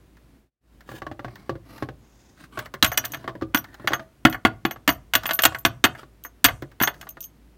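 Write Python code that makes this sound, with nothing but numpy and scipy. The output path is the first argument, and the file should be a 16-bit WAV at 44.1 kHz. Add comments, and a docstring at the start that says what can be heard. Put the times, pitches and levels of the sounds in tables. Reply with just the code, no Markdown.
"""A toy stable in a small furnished room, over faint hum and hiss. A plastic horse is walked across the
hollow floor, hooves clacking and dragging, a hand brushing its shell, the table rumbling underneath.
It butts a small metal bucket over and shoves it about: each blow thumps the floor, clanks the wall,
cracks on the rim and rebounds. Between blows the bucket rocks, and its loose wire handle clinks
with a very high shimmer."""
import sys
import numpy as np
from scipy import signal
from scipy.fft import rfft, irfft, next_fast_len
from scipy.io import wavfile
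from scipy.ndimage import uniform_filter1d

SR = 44100
rng = np.random.default_rng(int(sys.argv[2]) if len(sys.argv) > 2 else 0)


def persist_wave(psi):
    """Save psi, clipped to +-1, as 16-bit WAV."""
    counts = np.round(np.clip(psi, -1, 1) * 32767).astype(np.int16)
    wavfile.write(sys.argv[1], SR, np.atleast_2d(counts).T)


N = 333881
T = np.arange(N) / SR
AGE = np.arange(SR // 3) / SR  # seconds since a hit

# plastic edges catching: (time [s], level [dB])
TICKS = [(0.169, -60), (0.807, -52), (1.356, -45.5), (1.78, -47.5), (2.59, -31), (2.658, -42), (2.739, -36),
         (3.642, -44.5), (3.743, -45), (5.234, -36.5), (6.622, -42), (6.716, -55), (6.942, -49.5)]
# hooves dragging, hand brushing: (time [s], length [s], drag [dB], brush [dB])
RUBS = [(.855, 0.16, -44, -53.5), (1.2, 0.35, -50.5, -63.5), (1.638, 0.24, -46.5, -55.5),
        (1.95, 0.53, -66.5, -65.5), (2.359, .12, -48.5, -56.5), (2.507, 0.18, -44, -59.5),
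        (2.878, 0.45, -45, -65.5), (3.6, .5, -50.5, -78.5), (5.201, 0.17, -41.5, -55.5),
        (5.952, 0.089, -47, -72), (6.918, 0.17, -50.5, -64)]
# hoof steps: (time [s], clack [dB], thump gain [dB])
STEPS = [(.89, -36, -38), (.918, -41, -43), (.94, -59, -41), (1.019, -31.5, -37), (1.066, -30, -34.5),
         (1.114, -34.5, -34), (1.193, -33, -36.5), (1.246, -30, -31), (1.281, -40, -42),
         (1.494, -25, -24.5), (1.554, -43.5, -37.5), (1.824, -27, -25.5), (1.888, -33, -32.5),
         (2.574, -26.5, -33.5), (2.74, -38.5, -37), (3.242, -37.5, -39), (3.277, -24, -30.5),
         (3.292, -33, -37), (3.352, -42, -35.5), (3.412, -37, -46), (3.421, -31.5, -24.5),
         (3.797, -42.5, -40.5), (3.844, -44, -34.5), (3.906, -29, -32.5), (3.919, -26, -33.5),
         (3.995, -32.5, -40.5), (4.76, -39, -48), (5.522, -31.5, -62), (6.031, -41, -47.5),
         (6.622, -37.5, -32), (7.028, -40.5, -63.5), (7.069, -39, -63), (7.17, -39.5, -49)]
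# muzzle on bucket; hardness is the rim's crack over the wall's clank: (time [s], level [dB],
# hardness [dB], thump gain [dB], handle [dB], rebound delay [s], rebound re blow [dB])
BLOWS = [(2.8265, -12, 1.5, -19, -23, .018, -4.5), (3.546, -15, -2.5, -17, -21.5, .025, -12),
         (4.251, -6.5, -5.5, -6, -33.5, .019, -17), (4.45, -10.5, -5, -11, -42.5, .019, -19),
         (4.651, -16.5, -5.5, -15.5, -34.5, .058, -12.5), (4.877, -14, -2.5, -17.5, -24, .013, -0.2),
         (5.136, -17.5, 1, -28, -26.5, .016, 5), (5.436, -15, 3, -23, -23.5, .016, 4.5),
         (5.65, -12, 0.5, -19, -27, .01, -12), (5.84, -10, -0.5, -16.5, -26, .009, -4.5),
         (6.443, -13, 4, -22, -15.5, .013, -3.5), (6.801, -22, -6, -16.5, -32, 0.012, 1)]
# the bucket rocking on the floor: (time [s], level [dB], hardness [dB])
KNOCKS = [(2.862, -29.5, 1), (2.917, -26, -10), (2.942, -37.5, -3.5), (2.975, -20.5, 6.5),
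          (3.04, -30.5, -9), (3.052, -33.5, 7.5), (3.136, -30.5, -4.5), (3.145, -28.5, -7),
          (3.541, -35, -8), (3.874, -15.5, -5.5), (3.933, -16, -7.5), (4.327, -27.5, -4),
          (4.345, -25.5, -15.5), (5.256, -23, -3), (5.291, -22.5, -5.5), (5.309, -17.5, -4.5),
          (5.39, -16, -2.5), (5.547, -25, -9.5), (5.95, -36.5, -17), (6.249, -33, -14.5), (6.449, -11, 1),
          (6.485, -21.5, -6), (6.834, -16.5, -5.5), (6.874, -17, -3), (7.012, -41, 2.5)]
# the handle swinging in its lugs: (time [s], shimmer [dB], lower ring [dB])
CLINKS = [(2.862, -28, -38), (2.918, -33.5, -37.5), (2.974, -24.5, -25), (3.049, -31, -42),
          (3.12, -33, -36.5), (3.145, -38, -50), (3.575, -29.5, -36.5), (3.874, -43, -36),
          (3.933, -56, -35), (4.299, -32.5, -53), (4.711, -33.5, -43), (4.925, -37.5, -56),
          (5.266, -26.5, -53), (5.334, -21.5, -51), (5.421, -18.5, -48), (5.586, -37, -62),
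          (6.238, -37.5, -50), (6.25, -41.5, -50.5), (6.824, -18, -36), (6.835, -34, -27),
          (7.09, -34.5, -48), (7.206, -34, -48), (7.228, -42, -41.5), (7.241, -36.5, -53)]

# What rings: (frequency [Hz], relative level [dB], t60 before extra damping [s])
HORSE_MODES = [(628, -11.5, 0.21), (772.4, 2.5, 0.04), (1121, 2.5, 0.068), (1234, -5, 0.02),
               (1360, -5, 0.043), (1595, -1, 0.015)]  # hooves and muzzle
FLOOR_MODES = [(193, -10, 0.095), (246, -2, .07), (288.5, 0.5, 0.063), (322.8, -4.5, 0.11)]  # hollow stable floor
TABLE_MODES = [(80.5, -4, 0.03), (109, -2.5, 0.12), (128, -2, 0.14)]  # table underneath
BARREL_MODES = [(342, -1, 0.15), (426, -2.5, .045), (554, 1.5, 0.047)]  # the horse's hollow body
WALL_MODES = [(665.4, -3, 0.14), (730, -6, 0.14), (1140, -2, 0.14), (1385, -1, 0.084), (1486, -0.5, 0.13),
              (1528, -4.5, 0.026), (1737, 1, .06), (1760, 1.5, 0.01), (1900, -1, 0.027), (2115, 1.5, 0.058)]  # bucket wall
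RIM_MODES = [(2550, -4, 0.097), (2870, -1, 0.091), (3070, -2, .05), (3365, 0, 0.058), (4080, -7.5, 0.025),
             (4517, -7, 0.065), (4600, -10, 0.051)]  # bucket rim
HANDLE_MODES = [(5820, -8, .06), (5933, -9.5, 0.064), (6420, 0.5, 0.084), (5940, -9, .04)]  # the wire handle's lower ring
SHIMMER_MODES = [(11830, -4.5, 0.089), (13550, 6, 0.065), (13360, -1.5, 0.03)]  # its high shimmer
MOUTH_MODES = [(3920, 2, 0.029), (4180, -6, .03)]  # the bucket's open mouth

# EQ curves for the noise layers: (frequency [Hz], relative level [dB])
AIR_EQ = [(20, -21.5), (40, -10.5), (55, 2), (72, -7), (115, -5), (180, -8), (290, -7.5), (450, -16),
          (800, -22), (1600, -25.5), (3200, -31), (6400, -36.5), (12800, -38)]  # room rumble and hiss
TAP_EQ = [(1500, -28), (2400, -1.5), (3000, -1), (4300, -6), (5000, -9.5), (6200, -14), (10000, -31),
          (15500, -20.5)]  # the plastic's bright snap
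CLACK_EQ = [(200, -25.5), (450, -10), (700, -3), (950, -3), (1200, -2.5), (1700, 3), (2150, -4.5),
            (2400, -18), (3500, -33.5)]  # hollow midrange of a hit
DRAG_EQ = [(60, -9), (120, 10), (190, 3), (310, 5.5), (450, -5), (700, -1.5), (1300, -1.5), (1900, -9),
           (2400, -18), (3200, -14.5), (7000, -27)]  # hooves on the floor
BRUSH_EQ = [(800, -18.5), (2000, 2.5), (3200, -5), (4800, -2.5), (6500, -4), (9000, -8.5), (11000, -9.5),
            (15500, -11)]  # hand on plastic
RUMBLE_EQ = [(25, -26), (55, 3.5), (80, -0.5), (115, 6), (150, -4.5), (220, -19.5), (500, -52),
             (1500, -85.5)]  # the table's low end
CRACK_EQ = [(1500, -34.5), (2400, -5), (3200, 0.5), (4200, -8.5), (5000, -12.5), (5900, -8), (7300, -10),
            (8000, -11.5), (9500, -12), (10400, -18), (11300, -14), (14500, -11), (16000, -18.5)]  # thin metal's attack

# the room's reverb: (octave centre [Hz], band gain [dB], t60 [s])
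REVERB_BANDS = [(62, -5.5, .4), (129, -6.5, 0.23), (246, -16, 0.24), (493, -11, 0.22), (990, -16.5, 0.23),
                (2070, -25, 0.23), (4000, -21, 0.15), (8000, -30.5, 0.46), (16000, -28.5, .11)]


def undb(db):
    """Decibels to gain."""
    return 10 ** (np.asarray(db) / 20)


def add(out, s, sound):
    """Mix a sound in at s seconds."""
    i = int(s * SR)
    out[i:i + len(sound)] += sound[:len(out) - i]


def peak(x, db=0):
    """Set the RMS level of the loudest 5 ms."""
    return x * undb(db) / np.sqrt(uniform_filter1d(x * x, size=220).max())


def fade(t60, size=6000):
    """Exponential decay, size samples long."""
    return np.exp(-np.log(1000) * AGE[:size] / t60)


def colour(x, eq, tilt_db=0):
    """Minimum-phase EQ through (Hz, dB) points, tilted by tilt_db per octave."""
    n = next_fast_len(len(x) + 2048)
    octave = np.log2(np.maximum(np.fft.rfftfreq(n, 1 / SR), 1))
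    hz, db = np.transpose(eq)
    gain_db = np.interp(octave, np.log2(hz), db + tilt_db * np.log2(hz / hz[0]))
    cepstrum = irfft(np.log(undb(gain_db)), n)
    cepstrum[1:n // 2] *= 2
    cepstrum[n // 2 + 1:] = 0
    return irfft(rfft(x, n) * np.exp(rfft(cepstrum)), n)[:len(x)]


def room_tone(gain_db=-56.5, hum_hz=55.5, hum_db=-2, dip_at_s=.553, dip_half_s=.05, dip_fade_s=.14):
    """A bed of rumble, hiss and low hum; the level dips briefly once."""
    noise = colour(rng.standard_normal(N), AIR_EQ)
    hum = undb(hum_db) * np.sqrt(2) * np.sin(2 * np.pi * hum_hz * T)
    dip = np.clip((np.abs(T - dip_at_s) - dip_half_s) / dip_fade_s, undb(-36), 1)
    return (noise / noise.std() + hum) * undb(gain_db) * dip


def burst(eq, t60, tilt_db=0, size=6000):
    """Many short resonances at once: coloured noise that dies quickly."""
    return peak(colour(rng.standard_normal(size) * fade(t60, size), eq, tilt_db))


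def plastic_ticks():
    """Plastic edges catch and let go: a sharp snap over a hollow clack."""
    out = np.zeros(N)
    for s, db in TICKS:
        snap = burst(TAP_EQ, t60=.047, tilt_db=5.5)
        clack = undb(3.5) * burst(CLACK_EQ, t60=.064)
        add(out, s, undb(db) * (snap + clack))
    return out


def shell_rub(friction, eq, spread_db):
    """Friction rings the thin plastic shell; each contact spot favours other resonances."""
    shell = rng.standard_normal(1500) * fade(t60=.027, size=1500)
    resonance = signal.fftconvolve(friction, shell / np.linalg.norm(shell))[:len(friction)]
    hz, db = np.transpose(eq)
    spot_eq = np.column_stack([hz, db + spread_db * rng.standard_normal(len(db))])
    rub = colour(friction + resonance, spot_eq)
    return rub / rub.std()


def rubbing(slips_per_s=160, drag_grip_db=4, brush_grip_db=2.5):
    """Hooves drag and a hand brushes: each stroke swells and fades as the plastic sticks and slips."""
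    out = np.zeros(N)
    for s, length, drag_db, brush_db in RUBS:
        drag, brush, slips = rng.standard_normal((3, SR // 2))
        age = np.arange(min(int(length * SR), SR // 2)) / SR
        grip = np.interp(age * slips_per_s, np.arange(len(slips)), slips)
        drag = shell_rub(drag[:len(age)] * undb(drag_grip_db * grip), DRAG_EQ, spread_db=2.5)
        brush = shell_rub(brush[:len(age)] * undb(brush_grip_db * grip), BRUSH_EQ, spread_db=6.5)
        swell = np.sin(np.pi * age / length)
        add(out, s, (drag * undb(drag_db) + brush * undb(brush_db)) * swell)
    return out


def ring(modes, scatter_db, detune, size=6000):
    """Decaying modes; their strength, polarity and pitch depend on where the hit lands."""
    hz, db, t60 = np.transpose(modes)[:, :, None]
    strength, shift, side = rng.standard_normal((len(modes), 3)).T[:, :, None]
    gains = np.sign(side) * undb(db + scatter_db * strength)
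    waves = np.sin(2 * np.pi * hz * (1 + detune * shift) * AGE[:size])
    return peak((gains * waves * fade(t60, size)).sum(axis=0))


def attack(rise_s, size=6000):
    """Contact force takes a moment to build, rounding off the transient."""
    return 1 - np.exp(-AGE[:size] / rise_s)


def floor_thump(table_db, table_lag_s=.009):
    """The hollow floor booms and the table under it follows."""
    floor = ring(FLOOR_MODES, scatter_db=3.5, detune=.03) * attack(.00067)
    table = ring(TABLE_MODES, scatter_db=2.5, detune=.038)
    bloom = 1 - np.exp(-(AGE[:len(table)] / table_lag_s) ** 2)
    return peak(floor) + peak(table * bloom, table_db)


def hoof_steps():
    """Plastic hooves clack and snap on top; the floor and the horse's hollow body give the weight."""
    out = np.zeros(N)
    onset = attack(.00039)
    for s, clack_db, thump_db in STEPS:
        clack = ring(HORSE_MODES, scatter_db=4.5, detune=.04)
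        clack += undb(-2) * burst(CLACK_EQ, t60=.05, tilt_db=-2.5)
        floor = undb(-3.5) * floor_thump(table_db=-2.5)
        barrel = undb(.5) * ring(BARREL_MODES, scatter_db=2, detune=.053) * onset
        snap = undb(clack_db - 14.5) * burst(TAP_EQ, t60=.069)
        add(out, s, undb(thump_db) * (floor + barrel) + peak(clack * onset, clack_db) + snap)
    return out


def table_rumble(step_send_db=-15, blow_send_db=-19.5, tip_db=-29.5):
    """The table rumbles on after steps and blows, with an extra shake as the bucket tips over."""
    out = np.zeros(N)
    shakes = [(BLOWS[0][0], tip_db)]
    shakes += [(s, db + hardness_db + blow_send_db) for s, db, hardness_db, *_ in BLOWS]
    shakes += [(s, thump_db + step_send_db) for s, _, thump_db in STEPS]
    for s, db in shakes:
        add(out, s, undb(db) * burst(RUMBLE_EQ, t60=.45, size=14000))
    return out


def chatter(sound, span_s=.016, again_db=-5, count=4):
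    """Loose parts touch again, more softly, at random moments within span_s."""
    out = sound.copy()
    for lag in rng.random(count):
        add(out, lag * span_s, undb(again_db) * sound)
    return out


def settle(sound, hold_s, buzz_db=3, buzz_per_s=700):
    """The ringing handle buzzes against its lugs, then is choked as it comes to rest."""
    age = AGE[:len(sound)]
    buzz = np.interp(age * buzz_per_s, np.arange(200), rng.standard_normal(200))
    return sound * undb(buzz_db * buzz) * np.exp(-(age / hold_s) ** 2)


def wire_handle(shimmer_db, ring_db):
    """The wire chatters in its lugs: a ring with a very high shimmer above it."""
    low = settle(chatter(ring(HANDLE_MODES, scatter_db=6.5, detune=.0013)), hold_s=.17)
    high = settle(chatter(ring(SHIMMER_MODES, scatter_db=3.5, detune=.0012)), hold_s=.069)
    return peak(low, ring_db) + peak(high, shimmer_db)


def bucket_hit(db, hardness_db, handle_db, wall_damp_s=.47, rim_damp_s=.42):
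    """A hit clanks the wall, skids on the rim and jolts the handle; the leaning horse damps the metal."""
    tilt_db = -2.5 + .9 * hardness_db  # harder hits crack brighter
    onset = attack(.00043)
    wall = ring(WALL_MODES, scatter_db=1.5, detune=.02) * fade(wall_damp_s)
    wall += undb(2) * burst(CLACK_EQ, t60=.065, tilt_db=.5)
    scrape = burst(CRACK_EQ, t60=.029, tilt_db=tilt_db)
    skid = peak(chatter(scrape, span_s=.0054, again_db=-11.5, count=3))
    rim = ring(RIM_MODES, scatter_db=0, detune=.013) * fade(rim_damp_s)
    crack = undb(-6.5 - tilt_db / 2) * rim + skid
    handle = wire_handle(shimmer_db=handle_db, ring_db=handle_db - 11)
    return peak(wall * onset, db) + peak(crack * onset, db + hardness_db) + handle * onset


def muzzle_blows():
    """The muzzle butts the bucket, which rebounds; floor and muzzle thump on the stronger hit."""
    out = np.zeros(N)
    for s, db, hardness_db, thump_db, handle_db, rebound_s, rebound_db in BLOWS:
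        add(out, s, bucket_hit(db, hardness_db, handle_db))
        add(out, s + rebound_s, bucket_hit(db + rebound_db, hardness_db, handle_db + rebound_db))
        floor = floor_thump(table_db=-17)
        muzzle = undb(-4) * ring(HORSE_MODES, scatter_db=1.5, detune=.03) * fade(t60=.12)
        stronger_s = s + rebound_s if rebound_db > 0 else s
        add(out, stronger_s, undb(thump_db) * (floor + muzzle))
    # the bucket's mouth sings only on the first blow, while it stands free
    add(out, BLOWS[0][0], undb(-9) * ring(MOUTH_MODES, scatter_db=1.5, detune=0))
    return out


def bucket_rocking():
    """The bucket rocks against the floor: metal knocks with a light thump beneath."""
    out = np.zeros(N)
    for s, db, hardness_db in KNOCKS:
        add(out, s, bucket_hit(db, hardness_db, handle_db=db + hardness_db - 13))
        add(out, s, undb(db - 18) * floor_thump(table_db=-14))
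    return out


def handle_clinks():
    """The loose handle swings into its lugs with a bright tick and ring, then touches twice more."""
    out = np.zeros(N)
    for s, shimmer_db, ring_db in CLINKS:
        tick = undb(shimmer_db - 4) * burst(CRACK_EQ, t60=.02, tilt_db=4.5)
        clink = tick + wire_handle(shimmer_db, ring_db)
        add(out, s, chatter(clink, span_s=.028, again_db=-16, count=2))
    return out


def room_reverb(x, build_s=.014):
    """Diffuse echoes build behind the direct sound, each octave dying at its own rate."""
    response = 0
    for hz, db, t60 in REVERB_BANDS:
        edges_hz = [hz / np.sqrt(2), min(hz * np.sqrt(2), SR / 2 - 1000)]
        band = signal.butter(3, edges_hz, "band", fs=SR, output="sos")
        echoes = signal.sosfilt(band, rng.standard_normal(len(AGE)))
        shape = fade(t60, len(AGE)) * (1 - np.exp(-(AGE / build_s) ** 2))
        response = response + undb(db) * echoes * shape / np.linalg.norm(shape)
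    return x + signal.fftconvolve(x, response)[:N]


def scene():
    """Close mono mix: the toys feed the reverb; table rumble and room tone stay dry."""
    horse = hoof_steps() + plastic_ticks() + rubbing()
    bucket = muzzle_blows() + bucket_rocking() + handle_clinks()
    return (room_reverb(horse + bucket) + table_rumble() + room_tone())[None]


def record(dry, top_hz=16000):
    """The hardest blows overload and clip; a steep low-pass cuts the top."""
    lowpass = signal.ellip(10, .2, 70, top_hz, fs=SR, output="sos")
    return signal.sosfilt(lowpass, np.clip(dry, -1, 1))


dry = scene()
out = record(dry)
persist_wave(out)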